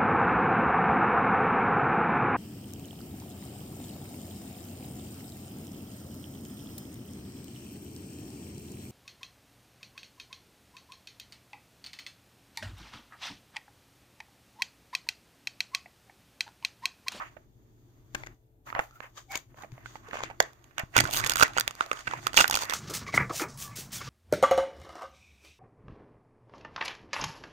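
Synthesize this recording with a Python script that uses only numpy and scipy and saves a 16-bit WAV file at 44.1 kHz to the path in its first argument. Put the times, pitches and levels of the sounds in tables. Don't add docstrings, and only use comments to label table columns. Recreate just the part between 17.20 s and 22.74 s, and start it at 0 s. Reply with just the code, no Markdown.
import sys
import numpy as np
from scipy import signal
from scipy.fft import rfft, irfft, next_fast_len
from scipy.io import wavfile
from scipy.ndimage import uniform_filter1d, map_coordinates

SR = 44100
rng = np.random.default_rng(int(sys.argv[2]) if len(sys.argv) > 2 else 0)


def invert_db(level):
    return 10 ** (np.asarray(level, dtype=float) / 20)


def output_pcm(signal):
    pcm = np.clip(np.atleast_2d(signal).T, -1, 1) * 32767
    wavfile.write(sys.argv[1], SR, np.round(pcm).astype(np.int16))


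N = 244314

# pitch_hz, level_db (per Hz)
ROOM_TONE = [(12, -39), (20, -11), (43, 2), (84, -4), (117, -0.5), (212, -72), (382, -20.5), (440, -24.5),
             (479, -18.5), (888, -26.5), (966, -40.5), (1320, -43), (1560, -41.5), (15200, -73),
             (16500, -59.5)]
ROOM_DB = -64
# pitch_hz, level_db (rms)
HUM = [(119, -72), (437, -77.5), (970, -92.5)]
# start_s, level_db
GRIP = [(0, -58.5), (.92, -57.5), (.96, -48), (1.13, -52), (1.18, -67.5), (1.44, -62.5), (1.5, -52),
        (1.7, -63), (2.6, -55), (3.19, -53), (3.3, -60.5), (3.74, -57), (3.78, -27.5), (3.9, -42),
        (4.05, -44), (4.8, -64), (4.88, -49.5), (5.54, -52)]
# start_s, peak_db, pitch_hz, fade_by_60db_s
KNOCKS = [
    (2.518, -44, 120, 0.075),
    (2.525, -34, 125, 0.15),
    (3.635, -21, 118, 0.019),
    (3.785, -25.5, 118, 0.14),
    (3.84, -19.5, 116, 0.041),
    (4.477, -28, 56.5, 0.017),
]
# pitch_hz, level_db (per Hz)
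CASE = [(12, -61), (20, -13.5), (43, 0.5), (75, -19), (118, 6), (171, -13), (350, -6.5), (460, -25.5),
        (770, -120)]
# start_s, left_port_delay_ms, left_minus_right_db
PLACE = [
    (0, -0.2, -2.5),
    (1.5, -0.25, 1),
    (2.3, 0.083, 1),
    (2.6, 0.095, -1.5),
    (3.5, 0.323, -4.5),
    (5.54, .32, -3.5),
]
# start_s, length_s, pitch_hz, level_db (rms)
SQUEAKS = [
    (1.732, 0.023, 1350, -57.5),
    (1.77, 0.025, 1370, -53),
    (2.128, 0.074, 790, -51),
    (2.14, 0.071, 2250, -43),
    (5.184, .012, 2900, -18),
    (5.195, 0.013, 2806, -17),
    (5.211, 0.0098, 2740, -17),
]
# pitch_ratio, level_db
SHELL_NOTES = [(1, 13), (1.55, -3), (2.2, 0.5), (.62, -24.5)]
# pitch_hz, level_db (per Hz)
BODY = [(180, -2), (300, 1), (467, -18.5), (572, 0), (1470, 2.5), (2440, 2.5), (2760, 0), (3170, -10.5),
        (4500, -28), (5850, -32.5), (9900, -120)]
# pitch_hz, level_db (per Hz)
FILM = [(2060, -20.5), (3500, -4.5), (4240, -9.5), (4580, -3), (5260, -8.5), (6750, -1), (7450, -10),
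        (8590, -11.5), (11300, -45), (14700, -61), (22000, -120)]
# pitch_hz, level_db (per Hz)
AIR = [(6650, -18.5), (11300, -10.5), (12100, -7), (15000, -11), (15900, -29), (16800, -12.5)]
# pitch_hz, level_db
CAPSULE_TONE = [(600, 3), (1200, 3.5), (3000, 1.5), (5000, -3.5), (6800, -1), (9000, -6), (13000, -1.5)]
WRAPPERS_FROM_S = 3.7

# start_s, level_db
TOUCH = [(0, -48), (.26, -60.5), (1.13, -57), (1.17, -62), (1.44, -78.5), (1.7, -56.5), (2.3, -62.5),
         (2.8, -54), (3.3, -57), (3.5, -55), (3.72, -58.5), (3.8, -46), (5.54, -50.5)]
TOUCH_FILM_DB, TOUCH_TOP_DB = -10, -67.5
# start_s, hold_s, shell_db, film_over_shell_db, top_over_film_db
CAPSULE_STROKES = [(0, 0.076, -57.5, -39, -20), (.955, 0.038, -53, -3.5, -6), (1.01, 0.079, -58, -14, -19),
                   (1.47, 0.03, -46, -10, -2.5), (1.555, 0.027, -45, -26, -18),
                   (1.612, 0.034, -53, -3.5, 3), (1.75, 0.006, -64.5, -4, 7), (1.83, 0.028, -51, -16, 2),
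                   (1.975, 0.006, -51.5, 7, -11), (2.115, 0.064, -48.5, 3.5, -5),
                   (2.3, 0.02, -61.5, -24, -10), (2.375, 0.06, -52.5, -6, -6), (2.53, 0.011, -64.5, -4, -2),
                   (2.55, 0.087, -63, -16, -9), (2.66, 0.11, -62.5, 5, -12), (2.87, 0.063, -53, -12, -3),
                   (2.945, 0.12, -46.5, -7, -33), (3.22, 0.066, -57.5, -3, -24),
                   (3.595, 0.0066, -44, -6.5, -26)]
# start_s, hold_s, shell_db, film_over_shell_db, top_over_film_db
WRAPPER_STROKES = [(3.755, 0.058, -36.5, -10, -10), (3.83, 0.052, -40, -10, -14), (3.935, 0.05, -35, 0, 4),
                   (4.03, 0.095, -50, 1, -6), (4.19, 0.025, -39, -2.5, 3), (4.21, 0.02, -22.5, -7, -13),
                   (4.375, 0.0075, -29.5, -9.5, -26), (4.62, 0.01, -58.5, 6.5, -20),
                   (4.76, 0.062, -61, 4.5, -32), (4.87, 0.13, -52.5, -9, -27), (5.03, .06, -53, 0, -15),
                   (5.172, 0.056, -26.5, -3, -8), (5.24, 0.018, -42.5, -11, -13),
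                   (5.33, 0.098, -37, 0.5, -6), (5.5, 0.051, -41.5, -6, -7)]
CAPSULE_RISE_DB_S, CAPSULE_FALL_DB_S = 844, 330.5
WRAPPER_RISE_DB_S, WRAPPER_FALL_DB_S = 905, 633
PATCH_HZ, PATCH_OCTAVES_PER_DB = 1253, 0.3658

# start_s, peak_db, pitch_hz, crack_over_ring_db, length_ms
LEFT_TAPS = [(.9471, -19.5, 1840, -9, 12.5), (1.0357, -29.5, 2080, -32, 4.1), (1.0611, -41, 1540, -7, 21),
             (1.0709, -28.5, 2050, -13, 1.15), (2.1202, -36, 2080, 4, 3), (2.1535, -22, 2140, -2.5, 12.3),
             (2.1735, -33, 2100, 3, 6.6), (2.385, -41, 730, -18, 3.7), (2.518, -46.5, 2430, -7, 8.3),
             (2.9702, -24.5, 1010, -28, 2.1), (2.9862, -33, 1180, -10.5, 18),
             (3.0354, -15.5, 1740, -11, 4.1), (3.0424, -31, 2150, -9, 5.8)]
# start_s, peak_db, pitch_hz, crack_over_ring_db, length_ms
RIGHT_TAPS = [(.166, -41.5, 650, -42, 13), (1.502, -29, 1870, -41, 2.7), (1.527, -28.5, 1290, -38, 1.7),
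              (1.5495, -24.5, 1780, -30, 7), (1.5919, -19, 860, -10.5, 3.9), (1.5922, -18, 1970, -20, 2.96),
              (1.8042, -28, 1490, -16, 3.4), (2.4347, -35.5, 860, -30, 7.3),
              (2.6586, -33.5, 1480, -13, 5.6), (2.7551, -36, 850, -15, 6.6),
              (2.9313, -23.5, 1330, -50, 7.3), (3.098, -34, 800, -19.5, 24.6),
              (3.2025, -2.5, 1933, -3, 3.57), (3.2028, -14.5, 793, -23, 3.8), (3.226, -32.5, 1076, 5.5, 2),
              (3.332, -58, 1310, 7.5, 4.6), (3.4412, -50.5, 2440, 2.5, 5.6), (3.509, -47.5, 1440, -20, 14),
              (3.5813, -21, 2920, -5, 5.3), (3.5941, -38.5, 1280, 6, 8.4)]
# start_s, peak_db, pitch_hz, crack_over_ring_db, length_ms
CAPSULE_TICKS = [(1.566, -32.5, 604, -25, 1.95), (1.598, -17.5, 1270, -31, 3.9),
                 (1.61, -41, 1020, -23, 3.3), (1.709, -48, 1350, -4, 4.7), (1.841, -42, 557, -26, 1.6),
                 (1.977, -39.5, 1320, -7, 6.5), (2.105, -49, 759, -18, 5.2), (2.141, -29, 2250, -19, 3.8),
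                 (2.344, -45.5, 600, -29, 3.2), (2.422, -39.5, 1170, -2, 6.2),
                 (2.444, -36.5, 660, -24, 8.3), (2.579, -40.5, 670, -21, 5), (2.885, -38.5, 488, -6, 8.2),
                 (2.911, -26.5, 1700, -28, 1.9), (2.941, -28.5, 806, -22, 3.3), (2.955, -27.5, 725, -22, 6),
                 (2.997, -35, 2030, -19, 2.7), (3.005, -27, 1090, -13, 4.3), (3.018, -33, 1000, -18, 3.2),
                 (3.111, -33, 960, -19, 3.1)]
# start_s, peak_db, pitch_hz, crack_over_ring_db, length_ms
CRUMPLE = [(3.7649, -0.5, 1337, -5.5, 4.8), (3.7763, -16, 1510, -4, 6.9), (3.7882, -3, 2440, -12, 3.7),
           (3.801, -8, 2100, -6.5, 11.7), (3.8535, -16.5, 1630, -18, 4.4), (3.89, -26, 635, -19, 6.2),
           (3.9367, -19, 2840, -4, 3.2), (3.945, -17.5, 2770, -9, 7.1), (3.971, -19.5, 2130, 1.5, 5.9),
           (3.9942, -21, 1690, -7, 13.8), (4.0393, -12, 2240, -26, 6.8), (4.0459, -18, 1720, -1.5, 3.4),
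           (4.0608, -19.5, 1870, -4.5, 13.7), (4.0863, -39, 1650, 1, 2.1), (4.096, -18, 2820, 4, 5.2),
           (4.1192, -16, 1430, -1.5, 4.8), (4.1574, -16.5, 1600, 1.5, 2.8), (4.1866, -34, 1950, 4.5, 6.2),
           (4.2121, -6, 1240, -22, 4.2), (4.2245, -2, 1370, -8.5, 10.8), (4.2318, -5, 1380, -2.5, 4.2)]
# start_s, peak_db, pitch_hz, crack_over_ring_db, length_ms
CRUMPLE_TICKS = [(3.7485, -45, 1350, -4, 1.8), (3.758, -21, 1510, -20, 4.8), (3.77, -9, 2700, -10, 2.8),
                 (3.7797, -9, 1600, -2, 4.6), (3.8054, -10.5, 1950, -2, 4.2), (3.8386, -24, 990, -5, 3.8),
                 (3.8427, -32, 1150, 2, 4), (3.862, -39, 1480, 4, 2), (3.8748, -33, 1950, 2.5, 2.9),
                 (3.902, -35, 1880, 3, 3), (3.9103, -30.5, 2580, 3.5, 3.6), (3.922, -27, 2640, -5, 2),
                 (3.9295, -28, 2600, 2, 4), (3.9527, -24, 2920, -12, 4.5), (3.9587, -26, 2830, -2, 2.1),
                 (3.9655, -21, 2750, 0, 1.9), (3.9828, -25, 1850, -7, 5.2), (3.9894, -31, 1630, 7, 3.4),
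                 (3.9999, -27.5, 1550, 4, 2), (4.0054, -22.5, 1280, -1, 1.5),
                 (4.0137, -27, 1660, -2.5, 3.6), (4.0525, -31, 2980, -10, 8.1),
                 (4.0662, -16.5, 2920, -3, 3.5), (4.072, -27, 2820, 4, 6), (4.1064, -21, 1450, -1, 4.2),
                 (4.1157, -25, 1390, 1, 2.8), (4.1355, -27.5, 1620, 3.5, 5.4),
                 (4.1605, -17, 1770, -10, 1.8), (4.1694, -22, 1320, 0.5, 4), (4.1803, -28, 1370, 5, 3.1),
                 (4.197, -16, 1320, -3, 5), (4.2076, -10.5, 1560, -8, 5.4), (4.2798, -37.5, 1140, 3.5, 2.5),
                 (4.3346, -35, 1370, -6, 3), (4.389, -27, 1250, -8, 6.1)]
# start_s, peak_db, pitch_hz, crack_over_ring_db, length_ms
PICK = [(4.3673, -16, 910, -26, 4.3), (4.3749, -13.5, 1870, -6, 3.4), (4.383, -9, 1290, -10, 3.2),
        (4.398, -33.5, 4000, 13.5, 3.9), (4.4089, -18.5, 1730, 3, 2.65), (4.478, -16, 3150, 0.5, 2.2),
        (4.608, -10, 1360, -17, 4.1), (4.7146, -9, 1190, -18.5, 3.7), (4.7892, -33.5, 1370, -9, 11),
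        (4.8715, -24, 1430, -11, 2.3), (4.8744, -18, 1450, -19, 11), (4.9118, -22.5, 1360, -12, 2),
        (4.9355, -19, 900, -20, 4.7), (5.068, -11, 1410, -5, 5.8)]
# start_s, peak_db, pitch_hz, crack_over_ring_db, length_ms
TEAR = [(5.1426, -19.5, 1440, -7, 5), (5.1667, -13, 3380, 1, 1.45), (5.175, 2.5, 3180, -11, 5.2),
        (5.1866, -7.5, 1530, -11, 9.3), (5.202, -11, 875, -6.5, 20), (5.2092, -4.5, 1500, -7, 6.2),
        (5.2422, -7, 1340, -20, 5.9), (5.278, -30, 1690, 8.5, 6.3), (5.2979, -20.5, 1000, 3.5, 2.6),
        (5.3104, -18.5, 1560, 4.5, 3.8), (5.3247, -14.5, 2840, -14, 6.3), (5.342, -10.5, 2460, -9, 4.5),
        (5.353, -21.5, 1030, 4, 6.7), (5.3716, -20.5, 1320, -0.5, 6.3), (5.4208, -25, 1010, -4.5, 8.4),
        (5.497, -15, 2000, -4.5, 3.8), (5.5083, -28, 1950, -1, 4.9), (5.5359, -22, 1360, 0, 5.7)]
# start_s, peak_db, pitch_hz, crack_over_ring_db, length_ms
TEAR_TICKS = [(4.5087, -30.5, 1240, -2.5, 4.4), (4.5524, -39, 1170, 2.5, 1.8),
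              (4.6618, -36.5, 810, -0.5, 2.9), (4.7304, -24, 1590, -7, 5.6), (4.7721, -30, 3220, -13, 3.7),
              (4.8074, -36, 3140, -8, 2.7), (4.8254, -47, 3220, -10, 2.2), (5.029, -44, 1450, -2, 3),
              (5.078, -33, 1500, 1, 3.1), (5.132, -25.5, 3010, -6, 2.9), (5.1514, -34, 3100, -5, 4.9),
              (5.1712, -7, 3400, -2.5, 3.9), (5.1804, -8, 2790, -4, 5.4), (5.1904, -8, 1220, -8, 2.5),
              (5.1964, -7, 1590, -11, 3.7), (5.2054, -10.5, 1240, -0.5, 2.8),
              (5.2199, -15.5, 1200, -2, 5.4), (5.2364, -29, 1440, 1, 2.8), (5.2554, -22, 1350, -15, 2.3),
              (5.3304, -22, 1120, -1, 4.4), (5.3614, -18, 2730, -3, 3.7), (5.3894, -27, 1140, 2, 3.8),
              (5.4094, -30, 1030, -6, 3.3), (5.4344, -27.5, 960, 0.5, 5), (5.4464, -38.5, 1130, 6, 1.6),
              (5.4534, -42, 890, 7, 3.5), (5.5034, -26, 1880, 0.5, 2.6), (5.5244, -22.5, 1050, -11, 1.7)]
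LEFT_PAN_DB, RIGHT_PAN_DB, CREASE_PAN_DB, TICK_PAN_DB = 7, -12, -9.5, -3.5
PAN_SCATTER_DB = 2
# pitch_hz, left_minus_right_db
PORTS = [(60, 5.5), (200, 0), (700, 1.5), (1300, -4), (2400, 0.5), (4400, 0), (6800, 9.5), (9000, 0.5),
         (15000, 2.5)]


def colour(x, shape, share=1):
    hz, db = np.transpose(shape)
    size = next_fast_len(N + 8192)
    f = np.maximum(np.arange(size // 2 + 1) * SR / size, 1)
    gain = invert_db(share * np.interp(np.log(f), np.log(hz), db))
    return irfft(rfft(x, size) * gain, size)[..., :N]


def unit(x):
    return x / np.sqrt(np.mean(x ** 2))


def curve(table, column):
    rows = np.array(table)
    return np.interp(np.arange(N) / SR, rows[:, 0], rows[:, column])


def walk(rate):
    k = int(SR / rate)
    steps = np.repeat(rng.standard_normal(N // k + 1), k)
    return unit(uniform_filter1d(uniform_filter1d(steps, k), k)[:N])


def grains(rate, spread_db, smear_ms):
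    happens = rng.random(N) < rate / SR
    sizes = happens * invert_db(spread_db * np.minimum(rng.exponential(size=N), 2.2))
    return unit(signal.lfilter([1], [1, -np.exp(-1000 / (smear_ms * SR))], sizes))


def sides(x, pan_db):
    return x * invert_db(np.array([pan_db, -pan_db]) / 2)


def room_tone():
    mid, side = (unit(colour(rng.standard_normal(N), ROOM_TONE)) for _ in range(2))
    side = colour(side, [(30, -5.5), (120, -26.0), (300, -10.0), (1000, 5.5)])
    t = np.arange(N) / SR
    hum = sum(np.sqrt(2) * invert_db(db + 1.6 * walk(6.36)) * np.sin(2 * np.pi * hz * t) for hz, db in HUM)
    hiss = mid + side * np.array([[1], [-1]])
    return invert_db(ROOM_DB + 0.89 * walk(0.81)) * hiss + hum


def handling(alike=0.84):
    mid, side = (unit(colour(rng.standard_normal(N), CASE)) for _ in range(2))
    shared = np.sqrt(1 + alike) * mid
    opposed = np.sqrt(1 - min(alike, .99)) * side * np.array([[1], [-1]])
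    rumble = (shared + opposed) / np.sqrt(2)
    rumble = rumble * invert_db(curve(GRIP, 1) + 1.5 * walk(30))
    t = np.arange(N) / SR
    for s, db, hz, t60 in KNOCKS:
        age = np.maximum(t - s, 0)
        rumble = rumble + invert_db(db) * np.sin(2 * np.pi * hz * age) * np.exp(-np.log(1000) * age / t60)
    return rumble


def squeaks(width=0.059):
    t, out = np.arange(N) / SR, 0
    for s, length, hz, db in SQUEAKS:
        narrow = [(hz * (1 - 3 * width), -40), (hz, 0), (hz * (1 + 3 * width), -40)]
        note = unit(colour(rng.standard_normal(N), narrow))
        out = out + invert_db(db) * note * np.exp(-((t - s) / (length / 2)) ** 4)
    return out


def effort():
    t, rest = np.arange(N) / SR, curve(TOUCH, 1)
    film_rest = rest + TOUCH_FILM_DB
    gain = np.array([invert_db(rest), invert_db(film_rest), invert_db(film_rest - 14.0) + invert_db(TOUCH_TOP_DB)])
    stages = ((CAPSULE_STROKES, CAPSULE_RISE_DB_S, CAPSULE_FALL_DB_S),
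              (WRAPPER_STROKES, WRAPPER_RISE_DB_S, WRAPPER_FALL_DB_S))
    for strokes, rise, fall in stages:
        for s, hold, *steps_db in strokes:
            shape_db = -rise * np.maximum(s - t, 0) - fall * np.maximum(t - s - hold, 0)
            gain = gain + invert_db(np.cumsum(steps_db))[:, None] * invert_db(np.maximum(shape_db, -200))
    return 20 * np.log10(gain)


def rubbing(wide=2.67, soft_db=-62, patchy_db=7.0, focus_db=0.5):
    shell_db, film_db, top_db = effort()
    patch_hz = PATCH_HZ * 2 ** (PATCH_OCTAVES_PER_DB * (shell_db + 42.0))
    force = np.clip((shell_db - soft_db) / 20, 0, 1)
    slips = force * grains(600, 3.4, 2.8) + .5 + (1 - force)
    fine = 0.16 * slips + .5 * force * grains(4400, 3.3, 0.75)
    noise = rng.standard_normal((3, 1, N)) + wide * rng.standard_normal((3, 2, N))
    rattle = colour(noise[0] * slips, BODY) / slips.mean()
    shell = 0
    for hz in 400 * 1.664 ** np.arange(7):
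        patch_db = patchy_db * force * walk(25) - focus_db * np.log2(hz / patch_hz) ** 2
        peak = [(hz / 4, -40), (hz / 1.14, -6), (hz, 0), (hz * 1.18, -6), (hz * 4, -40)]
        shell = shell + invert_db(patch_db) * colour(rattle, peak)
    waver_db = 1.6
    body = unit(shell) * invert_db(shell_db + waver_db * walk(40))
    film = unit(colour(noise[1] * fine, FILM)) * invert_db(film_db + waver_db * force * walk(27))
    air = unit(colour(noise[2] * fine, AIR)) * invert_db(top_db + waver_db * force * walk(30))
    return invert_db(waver_db * force * walk(70)) * (body + film + air) * sides(0.8, curve(PLACE, 2))


def clicks(wide=1.0, detune=0.055, crack_db=8, crack_share=0.42, top_db=-3, top_slope=0.78):
    t = np.arange(1536) / SR
    cycles, ring_db, rattle_db = 2.2, 2, -3
    hands = ((LEFT_TAPS, LEFT_PAN_DB), (RIGHT_TAPS, RIGHT_PAN_DB), (CRUMPLE, CREASE_PAN_DB),
             (PICK, CREASE_PAN_DB), (TEAR, CREASE_PAN_DB), (CRUMPLE_TICKS, CREASE_PAN_DB),
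             (TEAR_TICKS, CREASE_PAN_DB), (CAPSULE_TICKS, TICK_PAN_DB))
    events = [(*row, pan_db) for rows, pan_db in hands for row in rows]
    chance = rng.standard_normal((len(events), 5, len(t)))
    ring, rattle, crack, top = np.zeros((4, 2, N + len(t)))
    for (s, db, hz, bright_db, ms, pan_db), (hit, shake, snap, *own) in zip(events, chance):
        at = slice(int(s * SR), int(s * SR) + len(t))
        ports = sides(0.81, pan_db + PAN_SCATTER_DB * shake[-1])[:, None]
        age = t * 1000 / max(ms, 1) / 0.21
        push = age * np.exp(1 - age)
        modes = 0
        for k, (ratio, mode_db) in enumerate(SHELL_NOTES):
            note = np.sin(2 * np.pi * hz * ratio * (1 + detune * hit[-k - 1]) * t)
            modes = modes + invert_db(mode_db) * note * np.exp(-hz * ratio * t / cycles)
        first = np.arange(len(t)) == np.argmax(push) // 2
        blow = hit * push ** 2 + 6 * np.sqrt(ms) * first
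        rung = signal.fftconvolve(blow, modes)[:len(t)]
        ring[:, at] += ports * invert_db(db + ring_db) * rung / np.abs(rung).max()
        rattle[:, at] += ports * invert_db(db + rattle_db) * shake * push
        sharp = (snap + wide * np.array(own)) * push ** (1 / crack_share)
        burst = ports * invert_db(db + bright_db + crack_db) * sharp
        crack[:, at] += burst
        top[:, at] += burst * invert_db(top_slope * bright_db)
    ring = colour(ring[:, :N], [(100, -16.0), (450, -0.5)])
    bright = colour(crack[:, :N], FILM) + invert_db(top_db) * colour(top[:, :N], AIR)
    return ring + colour(rattle[:, :N], BODY) + bright


def echoes(x, tail_db=-22, t60=0.21):
    t = np.arange(SR // 2) / SR
    table_db, table_ms = -12, 2.5
    near, far = rng.standard_normal((2, 2, len(t)))
    near = near * np.exp(-t * 1000 / table_ms) * (t > .001)
    far = signal.lfilter([1], [1, -.75], far) * np.exp(-np.log(1000) * t / t60) * (t > .006)
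    response = invert_db(table_db) * near / np.linalg.norm(near[0]) + invert_db(tail_db) * far / np.linalg.norm(far[0])
    return signal.fftconvolve(x.mean(axis=0, keepdims=True), response, axes=1)[:, :N]


def scene():
    plastic = clicks() + rubbing() + squeaks()
    capsule_time = np.arange(N) < WRAPPERS_FROM_S * SR
    plastic = np.where(capsule_time, colour(plastic, CAPSULE_TONE), plastic)
    lag = curve(PLACE, 1) * SR / 2000
    left = map_coordinates(plastic[0], [np.arange(N) - lag], order=3)
    right = map_coordinates(plastic[1], [np.arange(N) + lag], order=3)
    return np.array([left, right]) + echoes(plastic) + handling() + room_tone()


def low_pass(x):
    return signal.sosfilt(signal.butter(12, 16990, fs=SR, output="sos"), x)


def record(dry):
    ports = np.array([colour(dry[0], PORTS, 0.3), colour(dry[1], PORTS, -0.54)])
    ports = ports / (1 + ports ** 4) ** .25
    ports = colour(ports, [(10200, -2.0), (11100, -11), (11900, -5.5), (15900, 1.5), (16100, -24), (16900, -35.0)])
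    return low_pass(ports)


dry = scene()
out = record(dry)
output_pcm(out)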